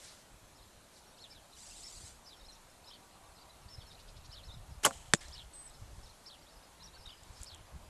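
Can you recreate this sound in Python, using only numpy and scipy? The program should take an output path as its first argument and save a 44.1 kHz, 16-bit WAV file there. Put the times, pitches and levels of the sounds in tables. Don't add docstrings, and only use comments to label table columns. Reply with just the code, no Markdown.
import sys
import numpy as np
from scipy import signal
from scipy.io import wavfile
from scipy.ndimage import uniform_filter1d

SR = 44100
rng = np.random.default_rng(int(sys.argv[2]) if len(sys.argv) > 2 else 0)


def pcm_store(signal):
    levels = np.round(np.clip(np.atleast_2d(signal), -1, 1) * 32767)
    wavfile.write(sys.argv[1], SR, levels.astype(np.int16).T)


def gain_from_db(level_db):
    decades = np.asarray(level_db, float) / 20
    return 10 ** decades


N = 348257

# [t/s, level/dB, f/Hz]
STRING_ZIP = [(4.8425, -47, 1897), (4.8455, -38, 2500), (4.8478, -23.5, 3050), (4.8503, -21, 3170),
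              (4.8512, -39, 3050), (4.8533, -27, 2950), (4.855, -42, 2900)]
# [t/s, wood level/dB, dry crack level/dB, pitch factor of the wood]
STRING_SLAPS = [(4.8362, -36, -42, 1.1), (4.8505, -10, -18, 1.0), (4.8542, -20, -12, 1.05),
                (4.8575, -21, -30, .95), (4.8622, -15, -9.5, .95), (4.8657, -8.5, -32, 1.0),
                (4.8692, -19, -30, .97), (4.8725, -24, -32, .95), (4.8745, -25, -38, .85),
                (4.879, -30, -50, .8), (4.9091, -26, -35, 1.1), (4.9135, -39, -44, 1.1)]
# [f/Hz, level/dB, time to fall 60 dB/s]
LIMB_MODES = [(422, -27.5, 0.042), (605, -22.5, 0.03), (760, -29, 0.03), (810, -20, 0.018),
              (1166, 4.5, 0.0045), (1150, -26, 0.023), (1920, -20, 0.012), (195, -21, 0.043),
              (130, -24, .05)]
# [f/Hz, level/dB, time to fall 60 dB/s]
STAVE_MODES = [(458, -32, 0.066), (542, -31, 0.13), (686, -42, 0.25), (716, -40, 0.07), (775, -43, 0.22),
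               (1024, -23, .055), (1166, -21, .04), (265, -28, 0.06)]
# [t/s, level/dB, push or rebound]
POINT_JOLTS = [
    (5.136, -6.5, 1),
    (5.1363, -6.5, 0.93),
    (5.1367, -8, -0.85),
    (5.137, -3, -0.95),
]
# [f/Hz, level/dB, time to fall 60 dB/s]
FACE_MODES = [(2300, -8, 0.0032), (3910, -8, 0.0046), (4800, -8, 0.0064), (7720, -8.5, 0.008),
              (9370, -17, 0.0048), (6150, -18, 0.0046)]
# [t/s, level/dB]
SHAFT_KNOCKS = [
    (5.13595, -5),
    (5.1365, 0),
]
# [f/Hz, level/dB, time to fall 60 dB/s]
KNOCK_MODES = [(1860, -5, 0.0053), (1040, -9.5, 0.0054)]
# [f/Hz, level/dB, time to fall 60 dB/s]
STAND_MODES = [(152, -18.5, .036)]
# [f/Hz, level/dB, time to fall 60 dB/s]
STRAW_MODES = [(236, -21, 0.027), (335, -26, 0.045), (440, -20, 0.022), (570, -25, .032), (720, -36, 0.03)]
# [t/s, level/dB, time to fall 60 dB/s, lowest
# f/Hz, highest f/Hz]
HISSES = [(4.8375, -36.5, 0.18, 900, 11000), (4.836, -41, .05, 200, 1400), (7.0645, -51, .012, 900, 4500),
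          (4.8508, -20.5, 0.033, 4900, 13000), (4.8543, -25.5, 0.08, 5800, 9100),
          (4.867, -33.5, 0.036, 3960, 9600), (4.881, -56, 0.5, 6600, 8900), (4.853, -26, 0.081, 252, 1500),
          (4.853, -31, .075, 1500, 5500), (5.1367, -16.5, 0.013, 840, 9300), (5.14, -38, 0.05, 2300, 6000),
          (5.14, -36, .06, 6300, 9500), (5.1475, -36, .03, 6500, 7800), (5.165, -53, .04, 6600, 7600),
          (5.148, -42, 0.038, 1200, 9400), (5.216, -60, .15, 1450, 2300)]
# [delay t/s, level/dB, time to fall 60 dB/s]
TREE_ECHOES = [
    (.003, -68, 0.084),
    (.066, -57, 0.5),
    (.145, -62, .2),
    (.2, -65, 0.57),
]

# [t/s, level/dB, swell/s, fade/s]
SLEEVE_RUSTLES = [
    (.05, -53.5, 0.14, 0.18),
    (.982, -61, .095, 0.036),
    (6.068, -66.5, 0.49, 0.24),
    (7.438, -59, 0.22, 0.057),
]
# [f/Hz, level/dB per Hz]
CLOTH_COLOUR = [(880, -46), (1500, -5.5), (2670, -7.5), (4480, 0), (8810, -5), (12400, -16), (13000, -34)]
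# [t/s, level/dB]
DRAW_LEVEL = [
    (1.45, -89),
    (1.584, -55.5),
    (2.086, -54),
    (2.2, -75),
]
# [f/Hz, level/dB per Hz]
SHAFT_COLOUR = [(1180, -44), (2000, -12), (2430, -13), (4920, -4), (5280, -9), (5800, -5.5), (7750, 0.5),
                (11900, -19), (12700, -23), (13000, -38)]
# [t/s, level/dB, lowest f/Hz, highest f/Hz]
GEAR_TICKS = [(5.2833, -41, 4200, 7400), (7.0645, -47, 6300, 8450), (7.234, -46.5, 6300, 8450),
              (7.4084, -55, 6300, 8450), (7.416, -40, 6300, 8450), (7.4322, -33, 6300, 9500),
              (7.444, -41, 6800, 9500), (7.5463, -43, 6300, 8450), (1.712, -48, 3000, 9000),
              (5.2075, -53, 3600, 8000), (5.2122, -48, 3800, 4800), (5.229, -47, 6200, 8500),
              (5.214, -48, 6300, 7400), (5.264, -49, 5500, 8500)]

# [t into the call/s, f/Hz, level/dB]
CHIRRUP_PATH = [(0, 3900, 3), (.006, 4900, 4), (.014, 5550, 3.5), (.026, 5250, 1), (.032, 4500, -2),
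                (.04, 4550, -1), (.046, 3150, -7), (.058, 4250, -2), (.07, 3650, -2), (.112, 2700, -8)]
# [t/s, level/dB, pitch factor]
CHIRRUP_CALLS = [(4.312, -58, 0.99), (5.323, -56.5, 1.0), (6.256, -58.5, 1.0), (7.459, -57.5, 0.99)]
# [t into the call/s, f/Hz, level/dB]
EARLY_PATH = [(0, 4600, 2), (.01, 5400, 4), (.027, 5450, 3), (.031, 4700, -1), (.04, 4850, -1),
              (.046, 3500, -16), (.056, 4200, -5), (.08, 3500, -3), (.11, 2950, -9)]
# [t/s, level/dB, pitch factor]
EARLY_CALLS = [(1.296, -63, 0.98), (2.257, -60.5, 0.99)]
# [t into the call/s, f/Hz, level/dB]
CHIRP_PATH = [(0, 3500, -6), (.007, 3750, 5), (.014, 4050, -6), (.022, 3750, -1), (.032, 3400, -13),
              (.042, 2850, -1), (.056, 3650, -3), (.066, 3105, -6), (.1, 2920, -8)]
# [t/s, level/dB, pitch factor]
CHIRP_CALLS = [(2.868, -58.5, 1.04), (3.774, -67, 1.06), (7.053, -57, 1.0)]
# [t into the call/s, f/Hz, level/dB]
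DOUBLE_PATH = [(0, 4300, -6), (.01, 5300, 3), (.018, 5500, 0), (.03, 4900, -7), (.045, 3750, -3),
               (.062, 3650, -15), (.078, 4300, 2), (.1, 3500, -2)]
# [t/s, level/dB, pitch factor]
DOUBLE_CALLS = [(.548, -69.5, 0.99), (3.345, -68, 0.96), (5.665, -68.5, 1.02), (6.024, -65, 1.0)]
# [t into the call/s, f/Hz, level/dB]
WANDER_PATH = [(0, 3500, 0), (.022, 2750, -3), (.036, 3700, -3), (.048, 4150, 3), (.066, 3850, 4),
               (.076, 3500, 2)]
# [t/s, level/dB, pitch factor]
WANDER_CALLS = [(5.212, -67, 1.0)]
# [t into the tone/s, f/Hz, level/dB]
LOW_TONE_PATH = [(0, 1800, 4), (.008, 2200, 4), (.02, 1850, 0), (.04, 1600, -1), (.056, 1950, 0),
                 (.064, 1800, -2)]
# [t/s, level/dB, pitch factor]
LOW_TONE_TIMES = [(5.208, -68, 1.0)]
# [t/s, level/dB, f/Hz]
THIN_WHISTLE = [(5.533, -70, 7850), (5.535, -54, 8050), (5.56, -54.5, 8180), (5.6, -50, 8220),
                (5.64, -59, 8080), (5.665, -51.5, 8130), (5.682, -59, 7800), (5.687, -80, 7600)]
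# [t/s, number of bursts, spacing/s, level/dB]
SCOLDING = (3.899, 5, .083, -60)
# [share per s of length at the start, at the end]
ARCH_BEND = (-5.5, -5.5)
LEVEL_BEND = (0.33, -0.74)
DIP_BEND = (3.9, 4.5)
RISE_BEND = (-7.0, 7.6)
GLIDE_BEND = (-3.5, 4.5)
SOAR_BEND = (-13, 9.0)
FALL_BEND = (3.95, -5)
# [t/s, length/s, middle f/Hz, level/dB]
ARCH_NOTES = [(.625, 0.021, 5160, -75), (1.178, 0.083, 4340, -63), (7.352, .045, 5350, -68),
              (1.186, 0.086, 7600, -74), (1.205, .033, 5460, -69), (2.476, .05, 8400, -74),
              (4.292, 0.032, 4100, -67), (6.975, .026, 5500, -68), (7.048, .025, 5550, -70),
              (1.695, .045, 5300, -66), (1.82, 0.078, 5470, -57), (1.95, 0.038, 4760, -62),
              (2.304, .03, 3950, -78), (2.519, 0.022, 5760, -63.5), (3.402, 0.036, 4720, -68),
              (3.493, .025, 4030, -68.5), (3.81, 0.031, 4610, -68), (3.852, .025, 4380, -65.5),
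              (5.168, 0.034, 5480, -68), (5.731, 0.048, 5370, -71), (6.796, 0.04, 4130, -64),
              (6.819, 0.061, 5720, -58.5), (6.87, .025, 3900, -65), (6.931, 0.045, 4510, -63),
              (7.08, .03, 4850, -63), (7.132, .02, 5000, -69), (7.158, 0.034, 5100, -69)]
LEVEL_NOTES = [(1.065, .03, 5600, -72), (1.11, .045, 3750, -74), (1.318, 0.023, 2350, -69),
               (6.964, .016, 1550, -63.5), (7.0565, .009, 3800, -57), (7.074, .01, 3750, -57),
               (6.487, .013, 4550, -69), (6.41, .012, 4850, -71), (1.71, .014, 2750, -66),
               (1.562, .016, 2950, -69), (1.585, .025, 6150, -67), (2.888, .012, 5400, -67),
               (1.644, .05, 5600, -70), (2.235, 0.039, 5850, -74), (2.36, .045, 5450, -69.5),
               (2.482, 0.026, 4160, -59.5), (2.855, 0.054, 5050, -64), (2.877, .026, 5400, -63),
               (3.692, 0.073, 5310, -62), (3.868, .03, 5350, -64.5), (4.515, .05, 5200, -71),
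               (7.0, .026, 5150, -70), (3.77, .05, 5350, -71)]
DIP_NOTES = [(2.396, 0.027, 3720, -67), (2.444, .031, 5100, -69), (6.628, .03, 4950, -70),
             (6.555, .032, 4950, -71), (3.36, 0.037, 4000, -71), (3.899, 0.027, 3700, -63),
             (4.445, 0.0316, 5100, -64), (4.477, 0.059, 3580, -59.5), (4.205, .016, 3750, -70),
             (4.328, .017, 2960, -63), (5.347, 0.026, 2900, -62), (5.333, .014, 3400, -66)]
RISE_NOTES = [(1.055, .016, 4270, -73), (1.525, 0.016, 3980, -65), (3.945, .014, 4000, -62),
              (1.17, .025, 4900, -68), (2.462, .016, 5300, -66), (3.683, .012, 4700, -64),
              (4.433, .014, 4200, -61), (5.313, .014, 3400, -64), (5.308, .014, 6200, -69),
              (6.24, .012, 5900, -72), (1.755, .012, 3850, -65), (1.782, .018, 4000, -68),
              (6.39, .008, 4700, -68)]
GLIDE_NOTES = [(1.56, .025, 4900, -71), (6.645, .015, 4200, -72), (1.495, .03, 4900, -77),
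               (2.436, .026, 3900, -68), (2.553, .017, 3700, -70), (4.25, .022, 6700, -69),
               (3.315, .02, 4400, -76), (6.462, .028, 3600, -70), (7.008, .048, 4850, -67),
               (7.268, 0.019, 5350, -75)]
SOAR_NOTES = [(1.172, .028, 5900, -74), (2.537, .022, 6000, -69), (2.841, 0.012, 4400, -66),
              (2.93, 0.015, 4250, -62)]
FALL_NOTES = [(1.535, 0.026, 3800, -70), (1.655, .025, 4500, -70), (2.506, .013, 3850, -65),
              (2.572, .02, 6200, -79), (2.946, 0.021, 4400, -67), (3.972, 0.021, 2800, -69),
              (1.215, 0.057, 3690, -62.5), (3.8, 0.036, 3350, -67), (4.537, 0.016, 3830, -61),
              (5.381, 0.037, 3110, -67), (7.398, 0.013, 4400, -76), (3.737, .022, 5350, -61),
              (2.9, .02, 4000, -68), (2.94, .03, 3400, -66), (2.528, .012, 5300, -66),
              (6.422, .014, 4500, -70), (1.23, .04, 3900, -69)]

# [t/s, level/dB]
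GUST_LEVEL = [(0.0, -66), (1.91, -67), (1.98, -57.5), (3.05, -68), (3.45, -65), (3.85, -52.5),
              (4.46, -57.5), (4.72, -58), (4.95, -59), (5.21, -60), (5.39, -51), (5.54, -61), (5.85, -53),
              (6.0, -52), (6.1, -65), (6.9, -61), (7.4, -54.5), (7.5, -59), (7.9, -50.5)]
# [f/Hz, level/dB per Hz]
BUFFET_COLOUR = [(7.1, -20), (12, -5.5), (38, 3.5), (72, -0.5), (142, -10.5), (198, -17.5), (260, -50),
                 (340, -47), (570, -120)]
# [t/s, level/dB, length/s, push or pull]
EDDY_BUMPS = [(2.045, -42.5, .03, 1), (3.664, -52, .025, 1), (3.786, -39.5, .025, 1), (4.17, -46, .025, -1),
              (4.294, -45, 0.022, 1), (4.542, -50, 0.013, -1), (4.570, -42, .02, 1), (4.616, -45, .027, 1),
              (4.692, -46, 0.027, -1), (4.713, -45, 0.019, 1), (4.723, -40, .027, -1.1),
              (4.756, -48, 0.018, -1), (4.78, -44, 0.035, 1), (5.088, -46, 0.022, 1),
              (5.825, -41.5, .025, 1), (7.075, -45.5, 0.036, 1), (7.307, -47.5, 0.023, 1),
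              (7.415, -40.5, 0.036, 1)]
# [f/Hz, level/dB per Hz]
FIELD_COLOUR = [(25, -14), (55, 2.5), (95, -9), (140, -4.5), (460, -8.5), (560, -5.5), (952, -6),
                (2010, -14.5), (3650, -15.5), (4090, -14), (4920, -18.5), (7430, -16.5), (11800, -20.5),
                (13000, -24.5)]
# [t/s, level/dB]
ROAD_SWELL = [
    (0.0, -64),
    (0.37, -66),
    (5.28, -64),
    (6.13, -65),
    (7.9, -62.5),
]
# [t/s, level/dB, firing f/Hz]
MOTOR_PASS = [
    (2.7, -92, 194),
    (3.0, -74, 192),
    (3.5, -76, 194.2),
    (3.8, -78, 195),
    (4.1, -92, 190),
]
# [multiple of firing f, level/dB]
MOTOR_OVERTONES = [(3, -13), (4, 2), (5, 2.5), (6, -2.5)]


def release():
    out = whistle(STRING_ZIP)
    add(out, 4.863, ring(STAVE_MODES, soft=0.0043))
    # f/Hz, level/dB, time to fall 60 dB/s
    crack_modes = [(2540, -1.5, 0.0011), (4900, -4.0, 0.0016), (7800, -1.0, 0.0023), (11600, -11.0, 0.0029)]
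    for s, wood_db, crack_db, factor in STRING_SLAPS:
        add(out, s, -gain_from_db(wood_db) * ring(LIMB_MODES, factor, soft=0.00035))
        add(out, s, gain_from_db(crack_db) * ring(crack_modes))
    return out


def impact():
    out = np.zeros(N)
    factors = rng.uniform(0.96, 1.02, len(POINT_JOLTS))
    for (s, db, sense), factor in zip(POINT_JOLTS, factors):
        add(out, s, sense * gain_from_db(db) * ring(FACE_MODES, factor))
    for s, db in SHAFT_KNOCKS:
        add(out, s, gain_from_db(db) * ring(KNOCK_MODES, soft=0.00039))
    out = out + gain_from_db(-24) * np.roll(out, round(.011 * SR))
    add(out, 5.1358, -ring(STAND_MODES, soft=0.0023))
    add(out, 5.1386, -sum(ring([mode], soft=0.00051) for mode in STRAW_MODES))
    return out


def hisses():
    out = np.zeros(N)
    t = np.arange(round(.4 * SR)) / SR
    for s, db, t60, low_hz, high_hz in HISSES:
        rise = .04 * t60
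        shape_db = np.where(t < rise, 18 * (t / rise - 1), -60 * (t - rise) / t60)
        hiss = band(rng.standard_normal(len(t)), low_hz, high_hz)
        hiss = evened(band(hiss, low_hz, high_hz))
        add(out, s - rise, gain_from_db(db + shape_db) * hiss)
    return out


def echoes(cracks):
    tail = np.zeros(SR)
    t = np.arange(SR // 2) / SR
    for delay, db, t60 in TREE_ECHOES:
        envelope = gain_from_db(db - 60 * t / t60) * np.minimum(t / .006, 1)
        spray = rng.uniform(-2, 2, len(t)) * (rng.random(len(t)) < .5)
        add(tail, delay, envelope * spray)
    shaken = np.tanh(1 + evened(uniform_filter1d(rng.standard_normal(N), 25))) * 1.6
    bright = band(band(cracks, 1500, 10000), 2300, 11000)
    return shaken * signal.fftconvolve(bright, tail)[:N]


def archer():
    cloth = noise(CLOTH_COLOUR, patchy_db=2.0, size=256)
    out = draw_scrape()
    for s, db, swell, fade in SLEEVE_RUSTLES:
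        out = out + gated([(s - swell, db - 14), (s, db), (s + fade, db - 13.5)], cloth)
    t = np.arange(600) / SR
    for s, db, low_hz, high_hz in GEAR_TICKS:
        tick = evened(band(rng.standard_normal(600), low_hz, high_hz))
        add(out, s, gain_from_db(db - 4.5 - 60 * t / 0.014) * tick)
    return out


def draw_scrape():
    slips = rng.standard_normal(320)
    comb_hz = 1268

    def travel(t):
        return 11.95 * (t - 2) - 11.0 * (t - 2) ** 2 + .05 * np.interp(40 * t, np.arange(320), slips)

    def comb_db(share, turns):
        return -20 * np.log10(abs(1 - share * np.exp(2j * np.pi * turns)))

    def ridges(hz, t):
        climbing = comb_db(.4, hz / comb_hz - travel(t) + 0.52)
        sinking = comb_db(.3, hz / comb_hz + travel(t) + 0.091)
        return climbing + sinking

    chatter = gain_from_db(1.5 * evened(uniform_filter1d(rng.standard_normal(N), size=90)))
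    scrape = noise(SHAFT_COLOUR, patchy_db=2.0, size=512, ridges=ridges)
    return gated(DRAW_LEVEL, evened(chatter * scrape))


def birds():
    out = whistle(THIN_WHISTLE) + scolding() + single_notes()
    out = out + calls(CHIRRUP_PATH, CHIRRUP_CALLS, 0.0299, twin=True)
    out = out + calls(EARLY_PATH, EARLY_CALLS, .03, twin=True)
    out = out + calls(CHIRP_PATH, CHIRP_CALLS, .05)
    out = out + calls(DOUBLE_PATH, DOUBLE_CALLS, 1)
    out = out + calls(WANDER_PATH, WANDER_CALLS, 1)
    out = out + calls(LOW_TONE_PATH, LOW_TONE_TIMES, 0)
    t = np.arange(6000) / SR
    hedge = rng.standard_normal(6000) * (gain_from_db(-60 * t / .12) + gain_from_db(-13 - 60 * t / .6)) * (t > .002)
    hedge = hedge / np.linalg.norm(hedge)
    leaves = evened(1 + uniform_filter1d(rng.standard_normal(N), size=150) * 9)
    return out + gain_from_db(-8) * leaves * signal.oaconvolve(out, hedge)[:N]


def calls(path, rows, warble_from, twin=False):
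    out = np.zeros(N)
    t = np.arange(0, path[-1][0], 1 / SR)
    hz, shape_db = (uniform_filter1d(c, size=110, mode="nearest") for c in curve(path, t))
    warble_depth = np.where(t > warble_from, .8, .2)
    twin_db = 5.5 - 4 + shape_db - 7 * np.clip((t - .03) / .005, 0, 1)
    for s, db, factor in rows:
        add(out, s, note(factor * hz, db + 6.5 + shape_db, warble_depth))
        if twin:
            add(out, s, note(factor * hz - 419, db + twin_db, warble_depth))
    return out


def single_notes():
    out = np.zeros(N)
    flock = rng.uniform([1, .02, 4200, -80], [N / SR, .05, 5700, -74], (70, 4))
    groups = [(ARCH_BEND, ARCH_NOTES), (LEVEL_BEND, LEVEL_NOTES), (DIP_BEND, DIP_NOTES),
              (RISE_BEND, RISE_NOTES), (GLIDE_BEND, GLIDE_NOTES), (SOAR_BEND, SOAR_NOTES),
              (FALL_BEND, FALL_NOTES), (ARCH_BEND, flock)]
    for bend, rows in groups:
        for s, length, middle_hz, db in rows:
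            u = np.linspace(0, 1, round(length * SR))
            if bend is ARCH_BEND:
                u = .5 + .5 * np.sign(u - .5) * abs(2 * u - 1) ** 1.2
            ends = [1 + bend[0] * length, 1, 1 + bend[1] * length]
            hz = middle_hz * np.polyval(np.polyfit([0, .5, 1], ends, 2), u)
            add(out, s, note(hz, db + 6, 1 if bend is FALL_BEND else .2))
    return out


def note(hz, db, warble_depth):
    u = np.linspace(0, 1, len(hz))
    beat = 2 * np.pi * (125 * len(hz) / SR * u + rng.random())
    burr = evened(uniform_filter1d(rng.standard_normal(6000), 90))[:len(u)]
    burr_db = 2.6 * burr + 4 * warble_depth * np.cos(beat)
    turns = np.cumsum(hz + 110 * warble_depth * np.sin(beat)) / SR
    return gain_from_db(db + burr_db) * np.sin(2 * np.pi * turns) * abs(np.sin(np.pi * u)) ** 0.48


def scolding():
    out = np.zeros(N)
    start, bursts, spacing, db = SCOLDING
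    for k in range(round(bursts)):
        turns = np.cumsum(np.linspace(3600, 5100, 2200)) / SR
        rasp = evened(band(rng.standard_normal(2200), 30, 840) * np.cos(2 * np.pi * turns))
        add(out, start + k * spacing, gain_from_db(db) * rasp * np.hanning(2200))
    return out


def wind():
    wander = uniform_filter1d(uniform_filter1d(rng.standard_normal(N), 1300), 1300)
    lumps = gain_from_db(3.5 * evened(wander))
    out = gated(GUST_LEVEL, evened(noise(BUFFET_COLOUR, patchy_db=2.5, size=4096) * lumps))
    for s, db, length, sense in EDDY_BUMPS:
        u = np.linspace(-3, 3, round(length * SR))
        add(out, s - length / 2, sense * gain_from_db(db) * (1 - 2 * u ** 2) * np.exp(-u ** 2))
    return out


def field():
    t = np.arange(N) / SR
    bed = gain_from_db(-60) * noise(FIELD_COLOUR, patchy_db=1.5, size=1024)
    swell_db = curve(ROAD_SWELL, t)[0]
    road = band(bed, 390, 4300) * (gain_from_db(swell_db - swell_db.mean()) - 1)
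    turns = np.cumsum(curve(MOTOR_PASS, t)[1]) / SR
    motor = np.zeros(N)
    for multiple, db in MOTOR_OVERTONES:
        flutter = gain_from_db(5 * evened(uniform_filter1d(rng.standard_normal(N), 2000)))
        motor += gain_from_db(db) * flutter * np.sin(2 * np.pi * multiple * turns)
    return bed + road + gated(MOTOR_PASS, motor)


def evened(x):
    return x / np.sqrt(np.mean(x ** 2) + 1e-20)


def curve(rows, t):
    s, *columns = np.transpose(rows)
    return [np.interp(t, s, c) for c in columns]


def add(mix, s, sound):
    part = mix[round(s * SR):][:len(sound)]
    part += sound[:len(part)]


def band(x, low_hz, high_hz):
    sos = signal.butter(2, [low_hz, min(high_hz, SR / 2.2)], "band", fs=SR, output="sos")
    return signal.sosfilt(sos, x)


def gated(rows, x):
    t = np.arange(N) / SR
    return x * gain_from_db(curve(rows, t)[0]) * (t >= rows[0][0]) * (t <= rows[-1][0])


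def whistle(rows):
    turns = np.cumsum(curve(rows, np.arange(N) / SR)[1]) / SR
    return gated(rows, np.sqrt(2) * np.sin(2 * np.pi * turns))


def ring(modes, factor=1, soft=.0001):
    t = np.arange(round(.2 * SR)) / SR
    sines = np.zeros(len(t))
    for k, (hz, db, t60) in enumerate(modes):
        sines += (-1) ** k * gain_from_db(db - 60 * t / t60) * np.sin(2 * np.pi * hz * factor * t)
    return sines * (1 - np.exp(-t / soft))


def noise(spectrum, patchy_db, size=512, ridges=None):
    frames = 4 * N // size + 5
    hz = np.fft.rfftfreq(size, 1 / SR)
    a, b, patches = rng.standard_normal((frames, len(hz), 3)).T
    patches = evened(uniform_filter1d(uniform_filter1d(patches, 6, 0), 10, 1))
    f, level = np.transpose(spectrum)
    db = np.interp(np.log(hz + 1), np.log(f + 1), level)[:, None] + patchy_db * patches
    if ridges:
        db = db + ridges(hz[:, None], np.arange(frames) * size / 4 / SR)
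    sound = signal.istft((a + 1j * b) * gain_from_db(db), nperseg=size, noverlap=3 * size // 4)[1]
    return evened(sound[:N])


def scene():
    cracks = band(release() + impact() + hisses(), 90, 16000)
    return (cracks + echoes(cracks) + archer() + birds() + wind() + field())[None]


def low_pass(x):
    return signal.sosfilt(signal.butter(12, 13270, fs=SR, output="sos"), x)


def record(dry):
    edge = signal.firwin(511, 12700, window=("kaiser", 9), fs=SR)
    mix = signal.oaconvolve(dry, edge[None], "same")
    return low_pass(mix)


dry = scene()
out = record(dry)
pcm_store(out)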